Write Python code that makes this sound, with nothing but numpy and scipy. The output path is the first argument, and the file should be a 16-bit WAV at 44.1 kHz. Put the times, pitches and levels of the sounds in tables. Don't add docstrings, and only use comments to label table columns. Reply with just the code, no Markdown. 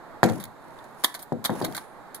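import sys
import numpy as np
from scipy import signal
from scipy.fft import rfft, irfft
from scipy.io import wavfile

SR = 44100
rng = np.random.default_rng(int(sys.argv[2]) if len(sys.argv) > 2 else 0)


def master_out(mix):
    frames = np.transpose(np.atleast_2d(mix))
    ceiling = np.clip(frames, -1, 1)
    pcm = np.round(ceiling * 32767).astype(np.int16)
    wavfile.write(sys.argv[1], SR, pcm)


N = 97020
T = np.arange(N) / SR


def from_db(db):
    return 10 ** (np.asarray(db) / 20)


def at_hz(points, hz):
    point_hz, values = np.transpose(points)
    return np.interp(np.log(np.maximum(hz, 1)), np.log(point_hz), values)


def convolve(x, response):
    return signal.fftconvolve(np.atleast_2d(x), np.atleast_2d(response), axes=-1)[:, :N]


def colour(x, points, share=1):
    size = 8192
    gain = from_db(share * at_hz(points, np.fft.rfftfreq(size, 1 / SR)))
    cepstrum = irfft(np.log(gain))
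    cepstrum[1:size // 2] *= 2
    cepstrum[size // 2 + 1:] = 0
    response = irfft(np.exp(rfft(cepstrum)))[:size // 2]
    return convolve(x, response)


def lowpass(x, hz, order=2):
    sos = signal.butter(order, min(hz, .45 * SR), fs=SR, output="sos")
    return signal.sosfilt(sos, x + 1e-18)


def shelf(x, hz, db):
    return x + (from_db(db) - 1) * lowpass(x, hz, order=1)


def bite(x, hz, db):
    b, a = signal.iirpeak(min(hz, .45 * SR), 8.9, fs=SR)
    return x + (from_db(db) - 1) * signal.lfilter(b, a, x)


def place(x, balance):
    left = colour(x[0], balance, 0.39)
    right = colour(x[1], balance, -0.26)
    return np.vstack([left, right])


def add(track, sound, s):
    start = int(s * SR)
    track[:, start:start + sound.shape[-1]] += sound[..., :N - start]


def drift(per_s):
    knots = rng.standard_normal(N)
    return np.interp(T * per_s, np.arange(N), knots)


def stereo_noise():
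    # frequency in Hz, correlation (held within -0.99 to 0.99 below).
    likeness = [(60, -1.4), (130, -0.39), (250, 0.67), (500, 0.53), (1000, 1), (1900, 0.29), (3500, -0.22),
                (12000, -0.53)]
    alike = np.clip(at_hz(likeness, np.fft.rfftfreq(N, 1 / SR)), -.99, .99)
    mid, side = rfft(rng.standard_normal((2, N)))
    mid = mid * np.sqrt((1 + alike) / 2)
    side = side * np.sqrt((1 - alike) / 2)
    return irfft(np.array([mid + side, mid - side]), N)


def ringing(modes, favoured_hz, lift_db):
    favour_octaves = 0.06
    t = T[:SR // 2]
    hz, db, t60 = np.transpose(modes)[:, :, None]
    distance = np.log2(hz / favoured_hz) / favour_octaves
    db = db + lift_db * np.exp(-distance ** 2)
    sign = (-1) ** np.arange(len(hz))[:, None]
    envelope = from_db(db - 60 * t / t60)
    return np.sum(sign * envelope * np.sin(2 * np.pi * hz * t), axis=0)


def stall():
    # frequency in Hz, time to fall by 60 dB in seconds.
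    stall_t60 = [(100, 0.51), (250, 0.36), (600, 0.27), (1500, 0.44), (4000, 0.24), (14000, 0.28)]
    noise, out = rfft(stereo_noise()), 0
    octave = np.log2(np.clip(np.fft.rfftfreq(N, 1 / SR), 62.5, 16000) / 62.5)
    for k in range(9):
        band_share = np.maximum(1 - abs(octave - k), 0)
        band = irfft(noise * band_share, N)[:, :SR]
        out = out + band * from_db(-60 * T[:SR] / at_hz(stall_t60, 62.5 * 2 ** k))
    return out


def outdoors():
    # time in seconds, level in dB (only its changes count).
    hiss_level = [(0.0, -44), (0.24, -47), (0.49, -49), (0.99, -45), (1.14, -48.5), (1.38, -48.5),
                  (1.56, -39.5), (1.92, -47), (2.2, -45)]
    # frequency in Hz, relative level in dB.
    far_hiss = [(25, -31), (60, -43.5), (85, -37.5), (130, -34.5), (250, -32), (500, -33.5), (900, -29),
                (1300, -35.5), (1900, -40.5), (2700, -56), (4000, -57.5), (8000, -76)]
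    # frequency in Hz, relative level in dB.
    air_hiss = [(500, -76), (2000, -92), (3800, -56.5), (5600, -68.5), (7500, -63), (10000, -65.5),
                (14200, -66.5), (14800, -113)]
    # frequency in Hz, tilt to the left in dB.
    hiss_balance = [(50, 6), (130, 9.5), (250, -0.5), (500, -11.5), (1000, -7), (1900, -5.5), (4000, -2.5),
                    (12000, -1)]
    hiss_db, air_db = -2.5, 0.5
    follow_share = 0.66
    waver_db, waver_per_s = 1, 7.5
    level = np.interp(T, *np.transpose(hiss_level))
    level = hiss_db + follow_share * (level - level.mean()) + waver_db * drift(waver_per_s)
    far = colour(stereo_noise() * from_db(level), far_hiss)
    air = from_db(air_db) * colour(stereo_noise(), air_hiss)
    return place(far + air, hiss_balance)


def bolt_rub():
    # start in seconds, length in seconds, relative level in dB.
    slides = [(.245, 0.22, -50), (0.586, 0.38, -62), (0.94, 0.3, -54), (1.51, 0.16, -44.5),
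              (1.66, 0.2, -49)]
    # frequency in Hz, relative level in dB.
    rub_tone = [(100, -13), (800, -5), (2000, -0.5), (4000, -4.5), (6000, -2.5), (8000, -5), (9700, 3),
                (12000, -3), (13500, -9), (15500, -13)]
    grain_db, grains_per_s = 4.5, 270
    swell = np.zeros(N)
    for s, length, db in slides:
        progress = np.clip((T - s) / length, 0, 1)
        swell += from_db(db) * np.sqrt(np.sin(np.pi * progress).clip(0))
    grain = from_db(grain_db * drift(grains_per_s))
    return colour(swell * grain * stereo_noise(), rub_tone)


def bolt():
    # start in seconds, relative level in dB, boost below the treble
    # in dB, clatter decay constant in seconds, favoured frequency in Hz, its lift in dB.
    clinks = [(0.231, -17, 12, 0.00091, 3820, 14.5), (0.237, -20, 8, 0.0046, 6900, 10),
              (0.2596, -25, -2, 0.0023, 4130, 3), (0.288, -39.5, 12.5, 0.0072, 7000, 8),
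              (0.297, -30.5, 3.5, 0.0022, 6840, 15), (.3200, -35, -16, .004, 10200, 2),
              (0.399, -38, 6, 0.016, 11000, 11.5), (0.428, -47, 10.5, 0.0017, 3630, 20),
              (.4390, -23.5, -2, 0.0025, 14750, 11.5), (0.452, -42, 11.5, 0.0044, 14750, 12),
              (0.7875, -54.5, 10.5, 0.0056, 3530, 22.5), (0.841, -47, 3, 0.0043, 7050, 15),
              (1.0374, -18.5, 3.5, 0.012, 10100, 4), (1.044, -7, 1.5, 0.0035, 3470, 20),
              (1.1420, -30.5, 8, 0.0037, 3730, -22), (1.148, -29, 5, 0.009, 11200, 7.5),
              (1.191, -36, -2.5, 0.019, 10200, -2), (1.2212, -42, -7, 0.0021, 8880, 32),
              (1.226, -34, -12, 0.0067, 14300, 20), (1.3237, -47.5, 14, 0.0034, 3800, 0),
              (1.4415, -23.5, 1, 0.015, 3760, -12), (1.4494, -16.5, 0, 0.0059, 3610, 20.5),
              (1.4563, -21.5, 6.5, 0.0051, 14640, 2.5), (1.5023, -37.5, 12, 0.0025, 10200, -4),
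              (1.6152, -34.5, 3.5, 0.0043, 10400, 8), (1.6218, -40.5, 8.5, 0.0064, 4600, 23),
              (1.643, -27.5, -4.5, 0.0025, 3200, 24), (1.647, -19.5, 5.5, 0.0052, 15000, 6),
              (1.6623, -46.5, 12, 0.0084, 4170, 12), (1.7242, -31, 5, 0.0016, 10300, -15),
              (1.748, -26.5, 1.5, 0.012, 1520, 12), (1.7655, -26.5, 2, 0.0053, 9300, 11),
              (1.777, -30.5, 10, 0.0053, 850, 22), (2.145, -28.5, -4.5, 0.012, 10700, 10)]
    # frequency in Hz, relative level in dB, time to fall 60 dB in seconds.
    bolt_modes = [(1254, -43, 0.075), (1526, -47, 0.092), (1980, -61, 0.058), (3257, -32.5, 0.01),
                  (3662, -39.5, 0.011), (3710, -37, 0.036), (3980, -65, 0.11), (5240, -64, 0.047),
                  (7610, -36, 0.013), (8900, -40, .04), (9820, -47.5, 0.089), (11800, -68, 0.036),
                  (13100, -43, .08), (14200, -48, 0.023), (14750, -43, 0.026)]
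    # frequency in Hz, relative level in dB.
    clatter = [(60, -19), (300, -1.5), (900, -1.5), (1500, 2), (2100, 3), (2600, -14.5), (3500, -0.5),
               (4200, 2), (5200, -5), (7000, -6), (10500, 1.5), (14800, -4), (15800, -19)]
    # start in seconds, relative level in dB,
    # time to fall by 60 dB in seconds.
    free_ring = (1.778, -50, .55)
    free_ring_hz = 9550
    clink_db, room_db = -2.5, -41
    weight_hz, rise_s = 5400, 0.00023
    grain_db, grains_per_s = -1, 1800
    bite_share = 0.7

    rub = bolt_rub()
    chatter, ring = np.zeros((2, 2, N))
    grains = stereo_noise() * from_db(grain_db * drift(grains_per_s))
    for s, db, weight_db, decay_s, favoured_hz, lift_db in clinks:
        burst = grains[:, int(s * SR):][:, :SR // 20]
        age = T[:burst.shape[1]]
        shape = (1 - np.exp(-age / rise_s)) * np.exp(-age / decay_s)
        burst = burst * shape
        burst = burst * np.sqrt(np.mean(shape ** 2) / np.mean(burst ** 2))
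        burst = from_db(db + clink_db) * shelf(burst, weight_hz, weight_db)
        add(chatter, bite(burst, favoured_hz, bite_share * lift_db), s)
        add(ring, convolve(burst, ringing(bolt_modes, favoured_hz, lift_db)), s)
    s, db, t60 = free_ring
    add(ring, from_db(db - 60 * T / t60) * np.sin(2 * np.pi * free_ring_hz * T), s)
    latch = colour(chatter, clatter) + ring + rub
    room = convolve(latch.mean(axis=0), stall())
    return latch + from_db(room_db) * room


def door():
    # start in seconds, relative level in dB, contact brightness in Hz,
    # extra bass in dB, relative stall boom in dB, favoured frequency in Hz, its lift in dB.
    knocks = [(.2313, -3.5, 2040, 3.5, -3, 359, 6), (0.2399, -14, 865, -17, -8, 610, -10),
              (.2890, -20, 1270, 1, -4, 750, 8), (0.2982, -21, 477, 6.5, 7.5, 313, 15),
              (1.3211, -15, 786, 6.5, -5.5, 233, 9.5), (1.4951, -15.5, 1200, 3.5, 2, 228, 13),
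              (1.5188, -22, 710, 4.5, -9, 207, 8), (1.6142, -15.5, 930, -2.5, 5, 590, -4),
              (1.6298, -20.5, 527, 7, -1.5, 314, 16)]
    # frequency in Hz, relative level in dB,
    # time to fall by 60 dB in seconds.
    door_modes = [(116.7, -42, 0.3), (156.8, -33, 0.28), (226, -27.5, 0.45), (239.4, -21.5, .17),
                  (326, -22, 0.18), (340, -18, 0.16), (483, -23.5, 0.18), (501, -20.5, 0.19),
                  (595, -24, 0.1), (645, -39, 0.6), (726.8, -20, 0.14), (763, -18, 0.14),
                  (970, -21.5, 0.098), (1369, -33, 0.25), (1450, -49, 0.11), (1560, -21, 0.095)]
    # frequency in Hz, relative level in dB.
    thud_tone = [(30, -6), (60, -11), (110, 37.5), (200, 31), (450, 29.5), (750, 36), (1200, 30),
                 (1900, 34), (2600, 14.5), (4000, -11), (7000, 7)]
    # frequency in Hz, relative level in dB.
    boom_tone = [(30, -36.5), (60, -22), (110, -2.5), (200, 0), (350, -1.5), (700, -2), (1200, -16),
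                 (2000, -13), (3000, -18.5), (8000, 10)]
    thud_db, ring_db, base_boom_db = -4, 1.5, 2
    bass_hz, low_cut_hz = 300, 75
    swing_hz = 117
    lean_damping_db_per_s, hard_blow_db = 70, -8

    panel, boom = np.zeros((1, N)), np.zeros((2, N))
    for s, db, contact_hz, bass_db, boom_db, favoured_hz, lift_db in knocks:
        impulse = from_db(db) * signal.unit_impulse(SR // 20)
        push = shelf(lowpass(impulse, contact_hz, order=3), bass_hz, bass_db)
        add(panel, from_db(thud_db) * colour(push, thud_tone), s)
        is_gentle = db < hard_blow_db
        damping = from_db(-lean_damping_db_per_s * is_gentle * T[:SR // 2])
        body = damping * ringing(door_modes, favoured_hz, lift_db)
        add(panel, from_db(ring_db) * convolve(push, body), s)
        add(boom, from_db(base_boom_db + boom_db) * convolve(push, stall()), s)
    right = panel - 2 * lowpass(panel, swing_hz, order=1)
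    both = np.vstack([panel, right]) + colour(boom, boom_tone)
    low_cut = signal.butter(3, low_cut_hz, "high", fs=SR, output="sos")
    return signal.sosfilt(low_cut, both + 1e-18)


def scene():
    # frequency in Hz, tilt to the left in dB.
    door_balance = [(50, 11.5), (130, 8), (250, 11.5), (500, 1), (1000, 1.5), (1900, -4), (4000, -4),
                    (12000, -3)]
    return place(door() + bolt(), door_balance) + outdoors()


def record(dry):
    lag_s, lag_above_hz, cutoff_hz = .000363, 1900, 17100
    hz = np.fft.rfftfreq(N, 1 / SR)
    lag = lag_s / (1 + (lag_above_hz / np.maximum(hz, 1)) ** 20)
    late_right = irfft(rfft(dry[1]) * np.exp(-2j * np.pi * hz * lag), N)
    pair = np.array([dry[0], late_right])
    clipped = pair / (1 + pair ** 6) ** (1 / 6)
    top_cut = signal.cheby2(12, 60, cutoff_hz, fs=SR, output="sos")
    return signal.sosfilt(top_cut, clipped)


dry = scene()
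out = record(dry)
master_out(out)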